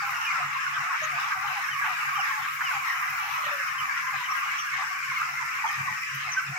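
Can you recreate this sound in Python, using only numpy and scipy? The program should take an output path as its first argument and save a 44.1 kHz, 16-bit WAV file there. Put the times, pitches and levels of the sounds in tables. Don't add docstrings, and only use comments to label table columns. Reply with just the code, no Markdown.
import sys
import numpy as np
from scipy import signal
from scipy.fft import rfft, irfft, next_fast_len
from scipy.io import wavfile
from scipy.ndimage import uniform_filter1d

SR = 44100
rng = np.random.default_rng(int(sys.argv[2]) if len(sys.argv) > 2 else 0)


def wav_out(sig):
    wavfile.write(sys.argv[1], SR, np.round(np.clip(np.atleast_2d(sig).T, -1, 1) * 32767).astype(np.int16))


N = 290178


def amp(db):
    return 10 ** (np.asarray(db) / 20)


def unit_rms(x):
    return x / np.sqrt(np.mean(x ** 2) + 1e-20)


def at_hz(curve, hz):
    knots_hz, values = np.transpose(curve)
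    return np.interp(np.log(hz + 1), np.log(knots_hz + 1), values)


def envelope(curve):
    times_s, db = np.transpose(curve)
    return amp(np.interp(np.arange(N) / SR, times_s, db))


def colour(x, gain_db):
    size = next_fast_len(x.shape[-1])
    gain = amp(gain_db(np.fft.rfftfreq(size, 1 / SR)))
    return irfft(rfft(x, size) * gain, size)[..., :x.shape[-1]]


def wander(depth_db, top_hz):
    t = np.arange(0, N + 64, 64) / SR
    rates_hz = np.geomspace(top_hz / 8, top_hz, num=24)
    waves = sum(np.sin(2 * np.pi * (hz * t + rng.random())) for hz in rates_hz)
    return amp(depth_db * np.interp(np.arange(N) / SR, t, unit_rms(waves)))


# frequency in Hz, correlation.
PORT_CORRELATION = [(40, .3), (130, .9), (300, .9), (640, .5), (1300, 0), (1900, -.05), (2700, .25),
                    (3800, 0)]
def noise(spectrum, patch_db, flicker_db, fft_size):
    hop = fft_size // 4
    frames, hz = N // hop + 5, np.fft.rfftfreq(fft_size, 1 / SR)
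    left_re, left_im, other_re, other_im, patches = rng.standard_normal((frames, len(hz), 5)).T
    patches = uniform_filter1d(patches, size=9, axis=0)
    patches = unit_rms(uniform_filter1d(patches, size=12, axis=1))
    flicker = unit_rms(uniform_filter1d(rng.standard_normal(frames), size=5))
    correlation = np.clip(at_hz(PORT_CORRELATION, hz), -1, 1)[:, None]
    left = left_re + 1j * left_im
    right = correlation * left + np.sqrt(1 - correlation ** 2) * (other_re + 1j * other_im)
    gain = amp(at_hz(spectrum, hz)[:, None] + patch_db * patches + flicker_db * flicker)
    _, out = signal.istft(np.array([left, right]) * gain, nperseg=fft_size, noverlap=fft_size - hop)
    return unit_rms(out[:, :N])


def calls(rows, rasp, harmonics, tint, max_lag_samples):
    out = np.zeros((2, N + SR))
    draws = rng.random((len(rows), 2))
    flutters = rng.standard_normal((len(rows), 40)) * np.reshape(rasp, (-1, 1))
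    k = np.arange(1, harmonics + 1)
    for row, (lag, start_cycle), flutter in zip(rows, draws, flutters):
        start_s, length_s, start_hz, end_hz, db, pan_db, step_db = row
        progress = np.linspace(0, 1, max(round(length_s * SR), 64))
        cycles = np.cumsum(start_hz + (end_hz - start_hz) * progress) / SR + start_cycle
        mid_hz = (start_hz + end_hz) / 2
        voice_db = at_hz(VOICE_SPECTRUM, k * mid_hz) - at_hz(VOICE_SPECTRUM, mid_hz)
        gains = amp(step_db * (k - 1) + tint * voice_db) * (k * mid_hz < 7500)
        tone = gains @ np.sin(2 * np.pi * k[:, None] * cycles)
        tone *= 1 + np.interp(260 * length_s * progress, np.arange(len(flutter)), flutter)
        tone *= np.sin(np.pi * progress ** .75) ** .9
        start = round(max(start_s, 0) * SR)
        out[0, start + round(2 * max_lag_samples * lag):][:len(tone)] += amp(db + pan_db / 2) * tone
        out[1, start + max_lag_samples:][:len(tone)] += amp(db - pan_db / 2) * tone
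    return out[:, :N]


def crowd(count, low_hz, high_hz, spread_db, fall):
    start, length, pitch, glide, distance, side = rng.random((count, 6)).T
    start_s, length_s = start * N / SR, .022 + .035 * length
    hz = low_hz * (high_hz / low_hz) ** pitch
    drop = fall * (glide + .15)
    db = -spread_db * np.log(distance + 0.047)
    pan_db, step_db = 16 * (side - .5), np.full(count, -2.5)
    return np.transpose([start_s, length_s, hz * (1 + drop), hz * (1 - drop), db, pan_db, step_db])


def shed_echo(x, t60_s):
    taps = np.zeros((2, SR // 2))
    delays = np.arange(200, SR // 2 - 20, 20) + rng.integers(0, 20, (2, (SR // 2 - 201) // 20))
    np.put_along_axis(taps, delays, rng.choice([-1., 1.], delays.shape), 1)
    taps *= amp(-60 * np.arange(SR // 2) / SR / t60_s)
    return signal.fftconvolve(x, taps / np.linalg.norm(taps[0]), axes=1)[:, :N]


# frequency in Hz, gain in dB.
VOICE_SPECTRUM = [(600, -62), (800, -44), (920, -24), (1030, -4), (1130, 0), (1510, -2), (2360, -5),
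                  (2800, -11.5), (3150, -22), (3540, -25), (3900, -24), (4400, -29), (4800, -25),
                  (5100, -19), (5470, -19), (7500, -26), (8700, -30), (9360, -40), (16000, -60)]
# time in seconds, gain in dB.
CHORUS_GAIN = [(0.0, -29), (.33, -28.5), (.51, -31), (.78, -30), (2.34, -29), (2.52, -30.5), (2.72, -29.5),
               (3.9, -30), (4.59, -29), (5.59, -29), (6.38, -29), (6.49, -31.5), (6.57, -28.5)]
# time in seconds, gain in dB.
TURN_GAIN = [(0.0, 0.5), (4.9, -0.5), (5.6, -7.5), (6.57, -9.5)]
# time in seconds, gain in dB.
TOP_GAIN = [(0.0, -47), (0.99, -46.5), (1.19, -45), (1.41, -44.5), (2.22, -48), (2.35, -43), (2.78, -48.5),
            (2.9, -45), (3.17, -47.5), (3.3, -43.5), (4.01, -50.5), (4.4, -42), (4.53, -43.5), (5.0, -49.5),
            (5.13, -44.5), (5.42, -51), (5.55, -49), (5.66, -50), (5.92, -49), (6.21, -47), (6.58, -51)]
def chorus():
    rows = crowd(count=900, low_hz=950, high_hz=3500, spread_db=1.4, fall=.08)
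    peeps = calls(rows, rasp=.7, harmonics=5, tint=0, max_lag_samples=18)
    peeps = colour(peeps + shed_echo(peeps, t60_s=0.89), lambda hz: at_hz(VOICE_SPECTRUM, hz))
    murmur = noise(VOICE_SPECTRUM, patch_db=2.3, flicker_db=0.66, fft_size=1024)
    flock = amp(-1.5) * unit_rms(peeps) + amp(-4.0) * murmur
    low = colour(flock, lambda hz: -12 * (hz / 1900) ** 3)
    top = colour(flock, lambda hz: -12 * (np.log2((hz + 1) / 3400) / .45) ** 4)
    rest = flock - top - low
    bottom = colour(flock, lambda hz: -12 * (hz / 1080) ** 8)
    dips = np.minimum(envelope(LOW_EDGE_GAIN) / amp(-47), 1) ** 0.39
    low = envelope(TURN_GAIN) * (low + (dips - 1) * bottom)
    body = envelope(CHORUS_GAIN) * wander(depth_db=0.16, top_hz=8.3) * (rest + low)
    return body + envelope(TOP_GAIN) * wander(depth_db=2.2, top_hz=8.3) * unit_rms(top)


def high_peeps():
    rows = crowd(count=110, low_hz=2520, high_hz=3147, spread_db=2.5, fall=0.098)
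    direct = calls(rows, rasp=1.8, harmonics=2, tint=3.2, max_lag_samples=18)
    echo = amp(18.0) * shed_echo(direct, t60_s=0.14)
    return envelope(TOP_GAIN) * amp(-6) * unit_rms(direct + echo)


# time in seconds, gain in dB.
LOW_EDGE_GAIN = [(0.0, -50), (.4, -37.5), (.6, -57.5), (.8, -42), (.98, -42), (1.07, -59), (1.16, -40.5),
                 (1.6, -37.5), (1.77, -59), (1.87, -40.5), (2.04, -46.5), (2.15, -47), (2.4, -40),
                 (2.53, -60), (2.65, -45), (3.4, -45), (3.68, -58), (3.87, -42.5), (4.05, -61), (4.15, -60),
                 (4.55, -40), (4.7, -60), (4.82, -38), (5.05, -67), (5.25, -42), (5.53, -59), (5.68, -43),
                 (5.92, -46), (6.13, -78), (6.28, -40.5), (6.47, -62), (6.57, -40)]
def low_edge():
    rows = crowd(count=700, low_hz=723, high_hz=979.4, spread_db=3.5, fall=0.1)
    direct = calls(rows, rasp=0.31, harmonics=1, tint=0, max_lag_samples=10)
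    gain = envelope(LOW_EDGE_GAIN) * wander(depth_db=2, top_hz=6.5) * amp(-2.0)
    return gain * unit_rms(direct + amp(-1.0) * shed_echo(direct, t60_s=0.19))


# start in seconds, length in seconds, start pitch in Hz,
# end pitch in Hz, level in dB, left minus right in dB, rasp as flutter depth.
NEAR_CALLS = [(0, 0.036, 4850, 4400, -42, -3, 0.57), (0.019, 0.036, 842, 790, -32.5, -2, 0.23),
              (0.067, 0.045, 874, 753, -37.5, -3, 0.3), (0.243, 0.038, 3026, 2720, -34, -3, 0.31),
              (0.264, 0.042, 2475, 2375, -26.5, -3, .15), (.3, 0.033, 2290, 1980, -28.5, 1, 0.45),
              (.304, 0.018, 1410, 1286, -28.5, 2, 0.35), (0.352, 0.036, 1396, 1260, -28.5, 1, .3),
              (0.374, 0.054, 607, 586, -54, 9, 0.33), (0.418, 0.0356, 1312, 1180, -24.5, -3, 0.18),
              (0.531, 0.052, 2150, 2130, -35, -5, 0.23), (0.535, 0.046, 1129, 1036, -36.5, -1, 0.32),
              (0.585, 0.022, 1634, 1610, -29.5, 5, .3), (.648, 0.032, 1550, 1480, -28, -5, 0.8),
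              (0.76, 0.035, 1360, 1025, -29, 7, 0.38), (0.754, 0.048, 1590, 1510, -29, -5, 0.57),
              (0.896, 0.036, 1180, 997, -27.5, -1, 0.37), (1.017, 0.039, 633, 603, -34.5, -1.5, 0.11),
              (1.124, 0.063, 728, 677, -46, 5, 0.37), (1.302, 0.049, 1286, 1020, -33, -10, .5),
              (1.309, 0.026, 1636, 1590, -28.5, -8, .5), (1.423, 0.062, 836, 810, -37.5, -2, 0.22),
              (1.554, .047, 871, 750, -33.5, -1, 0.24), (1.684, 0.011, 1680, 1640, -24.5, -8, .3),
              (1.708, 0.051, 3180, 2720, -36, -5, 0.05), (1.768, 0.073, 2390, 2150, -35, -9, 0.89),
              (1.809, 0.048, 1682, 1585, -29, -3, 0.38), (1.84, 0.056, 909, 796, -33.5, -4, 0.7),
              (2.008, 0.055, 2780, 2490, -39, -7, .4), (2.177, 0.037, 845, 720, -32.5, -2, 0.24),
              (2.153, 0.03, 3210, 2930, -40, 0, .3), (2.191, 0.045, 5700, 5350, -45, 1, 1.0),
              (2.185, 0.043, 3140, 2490, -33, -5, .3), (2.313, 0.052, 1910, 1496, -32.5, -6, 0.92),
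              (2.647, 0.066, 3100, 2430, -33.5, -2, .3), (2.706, 0.05, 1648, 997, -29, 0, 0.46),
              (2.715, 0.072, 935, 738, -36, 2, 0.47), (3.263, 0.043, 854, 764, -39, 2, 0.34),
              (3.429, 0.073, 3270, 2590, -43, -3, 0.28), (3.369, 0.12, 630, 580, -51, 6, 0.54),
              (3.461, 0.034, 600, 585, -39, 8, 0.55), (3.513, 0.06, 590, 557, -39.5, 5, 0.48),
              (3.574, 0.049, 576, 528, -50, 7, 0.62), (3.591, 0.036, 1744, 1620, -29.5, -3, 0.36),
              (3.78, 0.053, 3150, 2590, -38.5, -7, 1.4), (4.24, 0.04, 3180, 2800, -36, -5, 1.2),
              (3.807, 0.076, 1265, 1154, -34.5, -11, 0.83), (3.962, 0.034, 5770, 5480, -44, 3, 1.4),
              (4.299, 0.041, 5660, 5570, -46, 9, 1.2), (4.026, 0.035, 1108, 945, -33, -5, 0.33),
              (4.058, 0.035, 1670, 1520, -32, -10, .4), (4.193, 0.05, 1033, 945, -35.5, -3, 0.47),
              (4.118, 0.051, 893, 677, -42, 3, 0.64), (4.282, 0.083, 1252, 1226, -32, -7, 0.7),
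              (4.577, 0.074, 5950, 5600, -46, 3, 1.4), (4.667, 0.034, 1660, 1600, -32, 3, .4),
              (4.717, 0.064, 2177, 2256, -33, -10, .3), (4.787, 0.046, 1150, 1160, -27, 1, .25),
              (4.787, 0.057, 828, 702, -49, -7, 0.35), (4.888, 0.03, 2200, 2120, -31, 5, .6),
              (5.098, 0.044, 2230, 2020, -30.5, -6, .5), (5.107, 0.033, 1083, 1015, -33.5, -7, 0.65),
              (5.159, 0.039, 2210, 2095, -26.5, 2, 0.15), (5.19, 0.069, 1232, 1113, -32, -3, 0.46),
              (5.217, 0.0064, 1400, 1280, -19, -4, 0.092), (5.37, 0.03, 2143, 2045, -28.5, -5, .4),
              (5.399, 0.036, 1117, 844, -30, -1, 0.43), (5.637, 0.027, 972, 790, -27.5, -4, .4),
              (5.873, 0.028, 1182, 945, -27.5, -6, 0.4), (6.314, 0.037, 6260, 5500, -37, 0, 1.3),
              (6.367, 0.034, 1545, 1535, -17, -1, 0.087), (6.389, 0.037, 1410, 1125, -29.5, -1, 0.82),
              (6.511, 0.037, 702, 730, -49, 8, 0.23)]
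def near_birds():
    rows = np.array(NEAR_CALLS)
    start_hz, rasp = rows[:, 2], rows[:, 6]
    step_db = np.where(start_hz > 2550, -13, -22.5)
    direct = calls(np.column_stack([rows[:, :6], step_db]), rasp, harmonics=8, tint=.4, max_lag_samples=5)
    return direct + amp(-6.5) * shed_echo(direct, t60_s=.25)


# time in seconds, then gain in dB of the first, second and third throb.
THROB_GAINS = [(0.0, -60, -65, -57.5), (.6, -49, -64, -60), (1.2, -52.5, -70, -56), (2.0, -62, -65, -55.5),
               (3.1, -65, -62, -58.5), (3.6, -69, -59, -59), (4.2, -70, -67, -52.5), (5.0, -71, -52.5, -66),
               (5.4, -56, -62, -59), (5.65, -69, -49, -71.5), (5.9, -74, -37.5, -44.5),
               (6.2, -73, -48, -46), (6.5, -61, -39.5, -78)]
def throbbing(first_s=.115, period_s=.1148, stretch_s=.000054, dips_db=(6, 11, 8)):
    t = np.arange(N) / SR
    times_s, *cycle_db = np.transpose(THROB_GAINS)
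    beats = np.arange(-1, int(N / SR / period_s) + 1)
    peaks_s = first_s + period_s * beats + stretch_s * beats ** 2 / 2
    peaks_db = [np.interp(s, times_s, cycle_db[beat % 3]) for beat, s in zip(beats, peaks_s)]
    position = np.interp(t, peaks_s, beats)
    dip_db = np.take(dips_db, np.floor(position).astype(int) % 3) * np.sin(np.pi * position) ** 2
    return amp(np.interp(t, peaks_s, peaks_db) - dip_db)


# frequency in Hz, width in Hz, relative level in dB,
# throb exponent, ratio of steady to wavering part.
HUM_TONES = [(142.6, 14, -1.5, 1.0, 2.06), (102, 13, -7, 0.75, 0.93), (165, 32, -11.5, 1.5, 0.44),
             (194, 12, -21, 1.1, 1.3), (249, 12, -24, -0.2, 1.1)]
def machine_hum(sag_per_s=.0045):
    t, out = np.arange(N) / SR, np.zeros((2, N))
    throb = throbbing() / amp(-57.0)
    for hz, width_hz, db, exponent, steady in HUM_TONES:
        pole = np.exp(-np.pi * width_hz / SR)
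        shared, side = rng.standard_normal((2, N)) + 1j * rng.standard_normal((2, N))
        waver = signal.lfilter([1], np.convolve([1, -pole], [1, -pole]), [shared, shared + 0.47 * side])
        carrier = np.exp(2j * np.pi * hz * t * (1 - sag_per_s * t / 2))
        tone = ((steady + waver / np.std(waver)) * carrier).real
        out += amp(db) * throb ** exponent * tone
    return amp(-57.5) * out


# frequency in Hz, gain in dB.
RUMBLE_SPECTRUM = [(20, -27), (60, -16), (140, -4), (260, -9.5), (440, -18), (700, -18), (1200, -18.5)]
def rumble():
    bed = amp(-57.5) * noise(RUMBLE_SPECTRUM, patch_db=0.0, flicker_db=1.3, fft_size=2048)
    return bed * (throbbing() / amp(-56.5)) ** 0.095


# frequency in Hz, gain in dB.
MIST_SPECTRUM = [(4000, -7), (9000, -2), (12100, 11.5), (14000, 6.5), (16000, 5)]
# time in seconds, gain in dB.
MIST_GAIN = [(0.0, -49), (0.18, -47.5), (0.41, -53.5), (0.79, -52.5), (1.59, -48.5), (3.28, -45),
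             (3.89, -50), (4.39, -48), (4.8, -52.5), (5.13, -49.5), (5.57, -51), (5.78, -49), (6.57, -57.5)]
# start in seconds, jump height in dB.
SPUTTERS = [(0.0677, -53), (2.6174, -54), (6.1464, -42), (6.4133, -49)]
def mist_nozzles(sputters_per_s=25, decay_s=0.021):
    hiss_gain = envelope(MIST_GAIN)
    kicks = (rng.random(N) < sputters_per_s / SR) * 0.5 * rng.random(N) * hiss_gain
    starts_s, db = np.transpose(SPUTTERS)
    kicks[np.round(starts_s * SR).astype(int)] = amp(db)
    sputter_gain = signal.lfilter([1], [1, -np.exp(-1 / (decay_s * SR))], kicks)
    spray = noise(MIST_SPECTRUM, patch_db=1.8, flicker_db=1.2, fft_size=512)
    return (hiss_gain + sputter_gain) * amp(-3.0) * spray


# start in seconds, length in seconds, centre in Hz, width in octaves, level in dB.
OUTBURSTS = [(0.531, 0.064, 1050, 0.2, -32), (0.905, 0.082, 1350, 0.65, -28),
             (1.016, 0.052, 6400, 0.14, -39.5), (1.309, 0.031, 1610, 0.58, -29),
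             (1.818, 0.089, 1530, 0.88, -28), (2.595, 0.042, 1370, 0.68, -25.5),
             (3.461, 0.07, 1240, 0.64, -31), (0.718, 0.08, 3100, 0.29, -42.5),
             (2.377, 0.12, 3240, 0.24, -49), (4.571, 0.051, 2850, 0.28, -39),
             (1.316, 0.0039, 4600, .7, -43), (5.627, 0.063, 1090, 0.46, -28)]
def outbursts():
    out = np.zeros((2, N))
    for start_s, length_s, centre_hz, octaves, db in OUTBURSTS:
        size = round(length_s * SR)
        puff = rng.standard_normal((2, size))
        puff = puff + 0.11 * puff[::-1]
        puff = colour(puff, lambda hz: -12 * (np.log2((hz + 1) / centre_hz) / octaves) ** 2)
        out[:, round(start_s * SR):][:, :size] += amp(db) * unit_rms(puff) * signal.windows.hann(size)
    return out


def scene():
    birds = chorus() + high_peeps() + low_edge() + near_birds() + outbursts()
    birds = colour(birds, lambda hz: -60 * np.clip(np.log2(545 / (hz + 1)), 0, 1))
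    return birds + machine_hum() + mist_nozzles() + rumble()


# frequency in Hz, left minus right in dB.
PORT_BALANCE = [(40, -8), (92, -4), (140, 0), (330, -1.5), (500, 3.5), (1170, 0.5), (2740, 1.5), (4190, 14),
                (5200, 6), (6800, 8), (9000, 4), (15000, -1.5)]
def record(dry):
    ports = colour(dry, lambda hz: np.outer([.5, -.5], at_hz(PORT_BALANCE, hz)))
    lowpass = signal.firwin(511, 15800, window=("kaiser", 9), fs=SR)
    return signal.oaconvolve(ports, lowpass[None], "same")


dry = scene()
out = record(dry)
wav_out(out)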